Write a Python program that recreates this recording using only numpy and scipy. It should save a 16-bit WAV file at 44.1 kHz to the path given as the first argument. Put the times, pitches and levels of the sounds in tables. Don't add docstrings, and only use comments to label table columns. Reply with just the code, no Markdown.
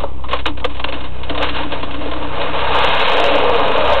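import sys
import numpy as np
from scipy import signal
from scipy.fft import rfft, irfft
from scipy.io import wavfile
from scipy.ndimage import uniform_filter1d

SR = 44100
rng = np.random.default_rng(int(sys.argv[2]) if len(sys.argv) > 2 else 0)


def pcm_store(signal):
    levels = np.round(np.clip(np.atleast_2d(signal), -1, 1) * 32767)
    wavfile.write(sys.argv[1], SR, levels.astype(np.int16).T)


N = 176400

# low_hz, high_hz
HUM_HZ, GROAN_HZ, CLANG_HZ, GRIT_HZ = (222, 367), (410.4, 736), (774, 1373), (1370, 4360)


def undb(db):
    return 10 ** (np.asarray(db) / 20)


def curve(rows, column=1):
    rows = np.array(rows)
    return np.interp(np.arange(N) / SR, rows[:, 0], rows[:, column])


def walk(rate_hz):
    step = int(SR / rate_hz)
    y = uniform_filter1d(np.repeat(rng.standard_normal(N)[:N // step + 1], step), step)[:N]
    return y / y.std()


def coloured(spectrum):
    hz, db = np.array(spectrum).T
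    bins_hz = np.fft.rfftfreq(N, 1 / SR)
    gain = undb(np.interp(np.log(bins_hz + 1), np.log(hz), db))
    y = irfft(rfft(rng.standard_normal(N)) * gain, N)
    return y / y.std()


def band(x, edges_hz):
    return signal.sosfilt(signal.butter(4, edges_hz, "band", fs=SR, output="sos"), x)


def engine():
    # time_s, cycle_hz
    speed = [(0, 34.6), (.22, 32.2), (.55, 31.75), (1.5, 31.25), (1.95, 30.5), (2.55, 32.2), (3.1, 30.85),
             (3.65, 30.3), (4, 32)]
    # time_s, gain_db
    exhaust = [(0, -1.5), (1, -4), (2.7, -3), (2.95, -8.5), (3.35, -8.5), (3.7, -3), (4, -4.5)]
    # cycle_multiple, level_db
    partials = [(1, -35.5), (2, -27.5), (3, -37.5), (4, -45.5), (6, -57.5), (7, -52), (8, -56), (9, -48),
                (10, -48)]
    # freq_hz, relative_db
    clatter_shape = [(30, 3), (110, -4.5), (300, -3), (390, -5), (520, -8), (780, -14), (1000, -6),
                     (1300, -27), (2700, -20.5), (4200, -24.5)]
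    # time_s, rms_db
    drone_levels = [(0, -45.5), (.8, -46.5), (1.3, -39), (1.75, -38), (2.08, -45), (2.35, -36.5),
                    (2.75, -40), (3.2, -46.5), (4, -45)]
    waver_db, clatter_db, clatter_depth = 2.6, -35.5, 0.44
    phase = 2 * np.pi * np.cumsum(curve(speed)) / SR
    thud = sum(np.sqrt(2) * undb(db + waver_db * walk(5)) * np.cos(k * phase) for k, db in partials)
    clatter = coloured(clatter_shape) * (1 + clatter_depth * np.cos(2 * phase))
    drone = np.sqrt(2) * undb(curve(drone_levels)) * np.cos(5 * phase)
    return thud * undb(curve(exhaust)) + drone + undb(clatter_db) * clatter


def frame(force, edges_hz, struck):
    # pitch_hz, width_hz, rubbed_db, struck_db
    modes = [(291.8, 16.7, 0, 0), (461, 71, -4, -1), (504.3, 36, -1.5, 1.5), (552.5, 35, 1, 1),
             (657, 110, -1.5, -2), (842, 140, -0.5, -14.5), (927, 77, 3, -4), (1041, 72, 1.5, 3.5),
             (1160, 69, -2.5, -12.5), (1424, 60, 0, -3), (1581, 210, 3, 1), (1841, 290, -7.5, -4),
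             (2177, 210, -2, -0.5), (2496, 120, 1, 0), (2765, 325, 0.5, 3), (2960, 97, -6.5, 2.5),
             (3145, 130, -6, 0), (3380, 140, -4.5, 1), (3697, 280, -0.5, 4.5), (4120, 140, -11.5, -1.5)]
    t = np.arange(SR // 4) / SR
    ring = np.zeros(len(t))
    for pitch_hz, width_hz, rubbed_db, struck_db in modes:
        if edges_hz[0] < pitch_hz < edges_hz[1]:
            gain = undb(struck_db if struck else rubbed_db) * width_hz
            ring += gain * np.exp(-np.pi * width_hz * t) * np.cos(2 * np.pi * pitch_hz * t)
    ring = band(ring, edges_hz)
    return signal.fftconvolve(force, ring / np.linalg.norm(ring))[:N]


def knocks():
    # start_s, hum_db, groan_db, clang_db, grit_db, decay_s
    blows = [(.001, -30, -28, -27.5, -30, 0.032), (0.033, -33, -9, -8, -29, 0.0037),
             (.236, -48, -36, -24.5, -31.5, 0.016), (0.284, -34, -30.5, -32.5, -28.5, 0.036),
             (0.309, -44, -28, -27, -24, 0.024), (.329, -31, -15.5, -11.5, -15, 0.011),
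             (0.363, -40, -36, -27, -24, 0.0073), (0.388, -39, -28, -28, -20.5, 0.0094),
             (0.4545, -15, -15, -12.5, -8.5, 0.011), (0.474, -24, -24.5, -21.5, -31, 0.012),
             (0.571, -40, -34, -34, -29, .012), (.597, -34, -36, -38, -28, 0.0066),
             (.642, -14, -11, -12, -11, 0.0083), (0.693, -42, -37, -36.5, -33, 0.033),
             (.745, -39, -33.5, -46, -31, .015), (.766, -50, -35, -34, -32.5, 0.015),
             (0.794, -36, -24, -18.5, -19.5, 0.0078), (0.84, -24, -15.5, -12.5, -7, 0.0039),
             (0.883, -28, -25, -27, -19.5, 0.0092), (0.922, -24, -20.5, -23.5, -15.5, 0.0068),
             (0.938, -23, -34, -30.5, -24, .014), (1.003, -30, -31, -30, -28, 0.012),
             (1.037, -34, -37, -32, -30, 0.031), (1.2306, -51, -44, -27, -22, 0.011),
             (1.2942, -19, -18, -25, -14.5, 0.0077), (1.3468, -37, -29, -19.5, -21.5, 0.0086),
             (1.375, -24, -15.5, -18, -13.5, 0.0067), (1.4208, -36, -29, -19.5, -19, 0.035),
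             (1.4865, -25, -26, -26, -14.5, 0.011), (1.5447, -33, -28, -34, -26, 0.014),
             (1.6292, -23, -35, -19.5, -23, 0.008), (1.7177, -41, -27, -20.5, -20, 0.0078),
             (1.826, -20, -26, -22.5, -21, 0.016), (1.9076, -43, -39, -32, -22.5, 0.0067),
             (1.939, -47, -33.5, -24.5, -22.5, 0.012), (2.055, -33, -17, -32, -28, 0.0077),
             (2.111, -51, -21.5, -21, -23, .012), (2.1331, -30.5, -26.5, -23, -22.5, 0.0061),
             (2.4135, -33.5, -23.5, -29, -14.5, 0.0049)]
    attack_s, contact_s = 0.0015, 0.0013
    settle_db, settle_s = -26.5, 0.036
    registers = (HUM_HZ, GROAN_HZ, CLANG_HZ, GRIT_HZ)
    envelopes = np.zeros((len(registers), N))
    age_s = np.arange(SR // 4) / SR
    bite = 1 - np.exp(-age_s / attack_s)
    crumbs = undb(settle_db) * np.exp(-age_s / settle_s)
    for start_s, *levels_db, decay_s in blows:
        first = int(start_s * SR)
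        crush = np.exp(-np.maximum(age_s - contact_s, 0) / decay_s)
        envelopes[:, first:first + len(age_s)] += undb(levels_db)[:, None] * (crush + crumbs) * bite
    return sum(frame(envelope * rng.choice([-1, 1], N), edges_hz, struck=True)
               for envelope, edges_hz in zip(envelopes, registers))


def grains(rate_hz=5000, spread_db=3):
    clicks = (rng.random(N) < rate_hz / SR) * rng.choice([-1, 1], N)
    y = clicks * undb(spread_db * np.minimum(rng.exponential(size=N), 4))
    return y / y.std()


def chatter(half_width_hz=34):
    # time_s, pitch_hz, level_db
    slip = [(3.05, 560, -29), (3.17, 528, -23), (3.27, 530, -20), (3.35, 590, -18.5), (3.41, 478, -19.5),
            (3.49, 505, -16.5), (3.56, 475, -15.5), (3.68, 530, -29), (3.8, 580, -19), (3.9, 575, -17.5),
            (4, 530, -23)]
    lowpass = signal.butter(2, half_width_hz, fs=SR, output="sos")
    grip = signal.sosfilt(lowpass, grains() + 1j * grains())
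    moan = np.real(grip * np.exp(2j * np.pi * np.cumsum(curve(slip)) / SR))
    sliding = np.arange(N) / SR > slip[0][0]
    return sliding * moan / moan.std() * undb(curve(slip, column=2))


def scrape():
    # time_s, hum_db, groan_db, clang_db, grit_db
    levels = [(.6, -51.5, -50, -46.5, -66), (.98, -63, -37, -37, -38), (1.12, -67, -42.5, -45, -45.5),
              (1.28, -40.5, -34.5, -37.5, -40), (1.395, -38, -25, -31, -34.5), (1.43, -29, -26, -23.5, -23),
              (1.52, -34.5, -28.5, -30.5, -26.5), (1.66, -25, -32, -31, -30.5),
              (1.8, -32.5, -27.5, -30, -28), (1.89, -30.5, -35, -37, -39), (2.08, -29, -33.5, -36.5, -35),
              (2.28, -35, -32.5, -30, -34), (2.52, -30.5, -23.5, -23.5, -24),
              (2.66, -39, -23.5, -21, -22.5), (2.76, -35.5, -21.5, -16.5, -18.5),
              (2.88, -39, -19, -17.5, -17), (3.06, -34, -23.5, -19, -16.5), (3.2, -27.5, -15.5, -20, -19),
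              (3.35, -27.5, -18.5, -19, -18.5), (3.48, -36.5, -17.5, -18, -22.5),
              (3.72, -29.5, -19, -19, -20.5), (3.89, -36.5, -18, -17.5, -20), (4, -45, -22, -21.5, -21)]
    # time_s, spread_db
    jerkiness = [(1, 3.5), (2.2, 3.4), (2.8, -0.16), (4, 0)]
    judder_hz, judder_db, jerk_hz = 54.82, 0.54, 27.977
    rumble_hz, rumble_db = (80, 270), -17.5
    uneven_db = judder_db * walk(judder_hz) + curve(jerkiness) * walk(jerk_hz)
    jerk_shares = ((HUM_HZ, 0.3), (GROAN_HZ, 1), (CLANG_HZ, 1), (GRIT_HZ, 1))
    rails = np.zeros(N)
    for column, (edges_hz, share) in enumerate(jerk_shares, start=1):
        force = grains() * undb(share * uneven_db + curve(levels, column))
        rails += frame(force, edges_hz, struck=False)
    rumble = band(grains(), rumble_hz)
    return rails + rumble / rumble.std() * undb(rumble_db + curve(levels, column=3))


def scene():
    return (engine() + knocks() + scrape() + chatter())[None]


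def record(dry):
    dull_hz, edge_hz, top_hz = 3706, 4266, 16000
    bias, clip_level, knee = -0.2375, 0.72, 20
    dulled = signal.sosfilt(signal.butter(10, dull_hz, fs=SR, output="sos"), dry)
    biased = signal.sosfilt(signal.cheby1(10, .5, edge_hz, fs=SR, output="sos"), dulled) + bias
    clipped = biased / (3.5 + np.abs(biased / clip_level) ** knee) ** (1 / knee)
    top_cut = signal.ellip(8, .2, 70, top_hz, fs=SR, output="sos")
    return signal.sosfilt(top_cut, clipped - bias) + bias


dry = scene()
out = record(dry)
pcm_store(out)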